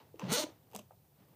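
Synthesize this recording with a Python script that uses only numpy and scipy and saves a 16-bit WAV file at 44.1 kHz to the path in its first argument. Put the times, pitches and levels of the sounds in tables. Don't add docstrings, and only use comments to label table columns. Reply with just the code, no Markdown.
import sys
import numpy as np
from scipy import signal
from scipy.io import wavfile
from scipy.ndimage import uniform_filter1d

SR = 44100
rng = np.random.default_rng(int(sys.argv[2]) if len(sys.argv) > 2 else 0)


def natural_amplitude(level_db):
    exponent = np.asarray(level_db, float) / 20
    return 10 ** exponent


def to_wav(sig):
    pcm = np.clip(np.atleast_2d(sig), -1, 1) * 32767
    pcm = np.round(pcm).astype(np.int16)
    wavfile.write(sys.argv[1], SR, pcm.T)


N = 59535


def zip_pull():
    # start_s, click_db, push_db, low_ring_db, high_ring_db, top_ring_db
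    pull_path = [
        (0.2845, -42, -40, 3.5, -9, -19),
        (0.301, -35.5, -37.5, 7.5, -6, -8),
        (.315, -36, -28.5, 6.5, 1, -4),
        (0.327, -27.5, -32, -1.5, 2, 0.5),
        (0.348, -29, -34.5, 1, -2, -1),
        (.362, -29.5, -34, 2, 2, -7),
        (0.384, -26.5, -24.5, -6, -1, -9.5),
        (0.404, -29, -31, -7.5, 0.5, -5),
        (0.442, -38.5, -37, 4, -0.5, -6),
    ]
    # start_s, rate_teeth_per_s
    slider_speed = [
        (0.2845, 191.4),
        (0.31, 221.5),
        (0.326, 443.6),
        (0.344, 497.1),
        (0.361, 483.8),
        (0.368, 315.7),
        (0.382, 279.1),
        (0.395, 317.8),
        (0.4415, 296.9),
    ]
    # pitch_hz, width_hz, level_db
    slider_main = [(2900, 380, -8), (3555, 180, 0.5), (3704, 330, -1), (4330, 520, 0)]
    slider_low = [(1080, 340, -5.5), (1378, 127, 0), (2083, 640, -6)]
    slider_high = [(5330, 1300, -4), (6400, 670, -0.5), (7300, 360, -11.5)]
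    slider_top = [(8420, 900, -3.5), (10840, 310, -4.5), (13000, 3400, -12), (15800, 1100, -12.5)]
    shell = [(205, 120, -28.5), (305, 160, -3.5), (453, 73, 5.5), (605, 144, -2), (902, 71, -4.5),
             (1201, 200, -12.5)]
    # pitch_hz, width_hz, taken_out_db
    dips = [(1750, 300, -5), (5000, 600, -4), (7650, 500, -4)]
    tooth_jitter_s, tooth_spread_db, push_spread_db = 0.02, 1.2, 1.0
    click_decay_s, rasp_db = 0.00028, -20
    tilt_s, weak_db = 0.364, 13

    start_s, click_db, push_db, *colour_db = np.transpose(pull_path)
    speed_s, teeth_per_s = np.transpose(slider_speed)
    t = np.arange(int(speed_s[0] * SR), int(speed_s[-1] * SR)) / SR
    teeth_passed = np.cumsum(np.interp(t, speed_s, teeth_per_s)) / SR
    half_teeth = np.arange(int(2 * teeth_passed[-1]) + 1)
    chance = rng.standard_normal((120, 3))[half_teeth]
    hit_s = np.interp(half_teeth / 2 + tooth_jitter_s * chance[:, 0], teeth_passed, t)
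    loss_db = (half_teeth % 2) * np.where(hit_s > tilt_s, weak_db, 600)

    clicks, pushes = np.zeros(N), np.zeros(N)
    i = (hit_s * SR).astype(int)
    clicks[i] = natural_amplitude(np.interp(hit_s, start_s, click_db) - loss_db + tooth_spread_db * chance[:, 1])
    hit_push_db = np.interp(hit_s, start_s, push_db) + 30.5
    pushes[i] = natural_amplitude(hit_push_db - 0.45 * loss_db + push_spread_db * chance[:, 2])

    noise = rng.standard_normal((2, N))
    r = np.exp(-1 / (click_decay_s * SR))
    bursts = signal.lfilter([(1 - r) * np.e], [1, -2 * r, r * r], clicks)
    crack = bursts * np.sign(noise[0]) * 0.25 + 4.2 * clicks
    smear = uniform_filter1d(uniform_filter1d(clicks, size=300), size=300) * 150
    crack = natural_amplitude(13) * (crack + natural_amplitude(rasp_db) * smear * noise[1])

    slider = resonate(crack, slider_main)
    for db, peaks in zip(colour_db, (slider_low, slider_high, slider_top)):
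        colour = natural_amplitude(np.interp(np.arange(N) / SR, start_s, db))
        slider = slider + resonate(crack * colour, peaks)
    for dip in dips:
        slider = slider - resonate(slider, [dip])
    return slider + resonate(pushes, shell)


def scrape():
    creep_s = (.2, .222, .285, .33)
    # pitch_hz, width_hz, level_db
    scrape_rings = [(2950, 500, 2), (4150, 500, -10), (5400, 1200, -16), (11500, 3000, -24)]
    shape = np.interp(np.arange(N) / SR, creep_s, [0, 1, 1, 0])
    rough = rng.standard_normal(N) * natural_amplitude(4.0 * drift(250))
    return natural_amplitude(-53) * shape * resonate(rough, scrape_rings)


def ticks():
    # start_s, peak_db, centre_hz, decay_s
    tab_ticks = [(.1585, -58, 5000, .0008), (.1951, -35, 4200, .0007), (.1953, -46, 13000, .0005),
                 (.2028, -49, 6000, .001), (.2158, -41, 2000, .0009), (.2392, -48, 2800, .0012),
                 (.252, -51, 2500, .0012), (.2605, -48, 2600, .0015), (.2695, -51, 3000, .0012),
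                 (.2772, -48, 2600, .001), (.4398, -44, 4000, .001), (.4432, -47, 7000, .0015),
                 (.4465, -48, 6000, .002), (.7025, -58, 6000, .0007), (.7145, -55, 10000, .0007),
                 (.7224, -55, 13000, .0012), (.7335, -54, 3500, .001), (.7225, -57, 5000, .001),
                 (.7325, -51, 13000, .0015), (.7412, -50, 5000, .0006), (.7488, -35, 7500, .0007),
                 (.7534, -36, 7500, .0007), (.7616, -30.5, 10000, .001), (.7705, -49, 8000, .002),
                 (.7855, -51, 6500, .0012), (.7886, -46, 6000, .0011), (.7916, -42, 8000, .001),
                 (.7918, -53, 2700, .001), (.7945, -45, 10000, .0011), (.7473, -47, 10000, .0007),
                 (.7585, -52, 7000, .001), (.7655, -50, 10000, .001), (.7735, -51, 6000, .001),
                 (.779, -53, 6500, .0015), (.798, -54, 3000, .002), (.816, -58, 2800, .001),
                 (.9095, -64, 1200, .001), (.918, -64, 4000, .0006), (.962, -66, 5500, .0006)]
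    # pitch_hz, width_hz, level_db
    tab_rings = [(1130, 170, 16), (2700, 410, 9.5), (5250, 2000, -2.5), (6120, 520, 4.5),
                 (7700, 1200, -0.5), (9660, 710, -2), (13400, 4200, -3.5)]
    out, t = np.zeros(N + SR), np.arange(800) / SR
    for start_s, peak_db, centre_hz, decay_s in tab_ticks:
        crack = rng.standard_normal(len(t)) * t / decay_s * np.exp(1 - 2 * t / decay_s)
        peaks = []
        for pitch_hz, width_hz, db in tab_rings:
            octaves_away = abs(np.log2(pitch_hz / centre_hz))
            peaks.append((pitch_hz, width_hz, db - 7 * octaves_away + 2 * rng.standard_normal()))
        crack = resonate(crack, peaks)
        crack = crack + natural_amplitude(-20) * np.diff(crack, prepend=0)
        crack = signal.lfilter(*signal.butter(2, min(2.6 * centre_hz, 20000), fs=SR), crack)
        out[int(start_s * SR):][:len(t)] += natural_amplitude(peak_db) * crack / np.abs(crack).max()
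    return out[:N]


def knocks():
    # start_s, level_db, pitch_hz, time_to_fade_60_db_s
    case_knocks = [(0.1419, -37, 437, 0.019), (0.153, -49.5, 320, 0.047), (0.195, -42, 1034, 0.016),
                   (0.2175, -45, 1000, 0.058), (.222, -43.5, 532, .05), (0.23, -31, 187, 0.11),
                   (.235, -41, 128, 0.16), (.275, -26, 222, 0.025), (.289, -31.5, 157, 0.16),
                   (0.315, -23.5, 216, 0.049), (0.404, -45, 291, 0.085), (0.4326, -37.5, 305, 0.072),
                   (0.4387, -32, 306, 0.036), (.42, -48.5, 982, 0.12), (.466, -43.5, 605, 0.033),
                   (0.7318, -50.5, 860, 0.031), (0.7412, -44, 432, 0.048), (.7475, -38.5, 750, 0.025),
                   (0.755, -40, 1010, 0.015), (0.749, -45, 205, 0.15), (.762, -25.5, 590, 0.005),
                   (.7885, -46, 613, 0.039), (.798, -47.5, 403, 0.025), (0.7923, -47.5, 1046, 0.015),
                   (.792, -47.5, 207.4, 0.081), (0.9078, -43, 766, 0.014), (0.909, -55, 1250, 0.014),
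                   (0.909, -52, 550, 0.013), (.917, -47.5, 600, 0.012), (.921, -58.5, 895, 0.025),
                   (.933, -60, 704, .03), (.909, -55, 382, 0.014), (0.91, -65.5, 1650, 0.012),
                   (0.966, -54, 109, 0.044), (1.185, -45.5, 194, 0.02), (1.205, -53, 191, 0.061)]
    out, t = np.zeros(N + SR), np.arange(SR // 4) / SR
    for start_s, db, hz, fade_s in case_knocks:
        fade = natural_amplitude(db - 60 * t / fade_s)
        soft_start = 1 - np.exp(-t * hz * 0.95)
        out[int(start_s * SR):][:len(t)] += fade * soft_start * 2 * np.sin(2 * np.pi * hz * t)
    return out[:N]


def rubbing():
    # time_s, level_db
    rub_path = [(0, -53.5), (0.048, -67), (.12, -72), (0.188, -66), (0.197, -50), (.27, -47.5),
                (0.446, -51), (0.598, -73), (.66, -71.5), (0.707, -70.5), (0.751, -57.5), (0.797, -64),
                (.83, -73.5), (.9, -78), (0.924, -75), (0.969, -80.5), (1.15, -76), (1.193, -66.5),
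                (1.262, -69.5)]
    # pitch_hz, level_db_per_hz
    cloth_colour = [(150, -41), (250, -9.5), (329, -10.5), (963, -16.5), (1160, -24.5), (2900, -28.5),
                    (8000, -40), (10400, -88), (17600, -120)]
    time_s, db = np.transpose(rub_path)
    grains = rng.standard_normal((2, N)) * natural_amplitude(1.5 * drift(120))
    cloth = signal.lfilter(*signal.butter(4, 6500, fs=SR), banded(cloth_colour, 1.0, grains))
    return natural_amplitude(np.interp(np.arange(N) / SR, time_s, db)) * cloth


def room(x):
    fade_s, treble_fade_s, wall_cut_hz = 0.2, 0.041, 10000
    t = np.arange(SR // 2) / SR
    tail = rng.standard_normal(len(t)) * natural_amplitude(-60 * t / fade_s) * (t > .004)
    dull = signal.lfilter(*signal.butter(2, wall_cut_hz, fs=SR), tail)
    tail = dull + (tail - dull) * natural_amplitude(-60 * t / treble_fade_s)
    return signal.fftconvolve(x, tail / np.sqrt(np.sum(tail ** 2)))[:N]


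def room_air():
    # pitch_hz, level_db
    air_colour = [(18, -56), (30, -18), (130, 3), (249, -17), (452, -18.5), (708, -20), (1390, -30),
                  (1960, -34), (11500, -32), (15000, -80), (22000, -120)]
    return natural_amplitude(-65.5) * banded(air_colour, 0.43, rng.standard_normal((2, N)))


def side_hiss():
    # pitch_hz, level_db
    hiss_colour = [(590, -54), (1000, -19), (6040, -21.5), (7190, -18), (13100, -11), (16000, -9)]
    return natural_amplitude(-88.5) * banded(hiss_colour, 0.64, rng.standard_normal((2, N)))


def rms_one(x):
    return x / np.sqrt(np.mean(x ** 2) + 1e-20)


def drift(rate_hz):
    r = np.exp(-2 * np.pi * rate_hz / SR)
    wander = signal.lfilter([1], [1, -2 * r, r * r], rng.standard_normal(N + 20000))
    return rms_one(wander[20000:])


def resonate(x, peaks):
    out = 0
    for k, (hz, width_hz, db) in enumerate(peaks):
        r = np.exp(-np.pi * width_hz / SR)
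        feedback = [1, -2 * r * np.cos(2 * np.pi * hz / SR), r * r]
        ring = signal.lfilter([(1 - r * r) / 2, 0, (r * r - 1) / 2], feedback, x + 1e-18)
        out = out + (-1) ** k * natural_amplitude(db) * ring
    return out


def banded(spectrum, patchy_db, white):
    hz, db = np.transpose(spectrum)
    edges = 30 * 2 ** np.arange(0, 9.2, 1 / 3)
    out = 0
    for k, (low, high) in enumerate(zip(edges, edges[1:])):
        band = signal.sosfilt(signal.butter(2, [low, high], "band", fs=SR, output="sos"), white[k % 2])
        level_db = np.interp(np.log(low * high) / 2, np.log(hz), db, left=-70, right=db[-2])
        out = out + natural_amplitude(level_db + patchy_db * drift(36)) * band
    return rms_one(out)


def scene():
    tab = ticks()
    pull = zip_pull()
    case = pull + knocks() + tab + scrape()
    mid = case + natural_amplitude(-15) * room(case) + rubbing() + room_air()
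    first_teeth = pull * (np.arange(N) < .32 * SR)
    wide = np.roll(tab, shift=9) + natural_amplitude(-5.0) * first_teeth
    wide = signal.lfilter(*signal.butter(2, 3000, "high", fs=SR), wide)
    side = side_hiss() + natural_amplitude(-18) * wide
    return np.array([mid + side, mid - side])


def top_cut(x):
    return signal.sosfilt(signal.butter(12, 16410, fs=SR, output="sos"), x)


def record(dry):
    noise = rng.standard_normal((2, N))
    hiss = noise[0] + 0.5 * noise[1] * [[1], [-1]]
    hiss = signal.sosfilt(signal.butter(6, 13600, "high", fs=SR, output="sos"), hiss)
    x = dry + natural_amplitude(-64.5) * hiss
    x = signal.sosfilt(signal.butter(6, 66, "high", fs=SR, output="sos"), x)
    x = signal.sosfilt(signal.cheby1(10, 1, 15050, fs=SR, output="sos"), x)
    return top_cut(x)


dry = scene()
out = record(dry)
to_wav(out)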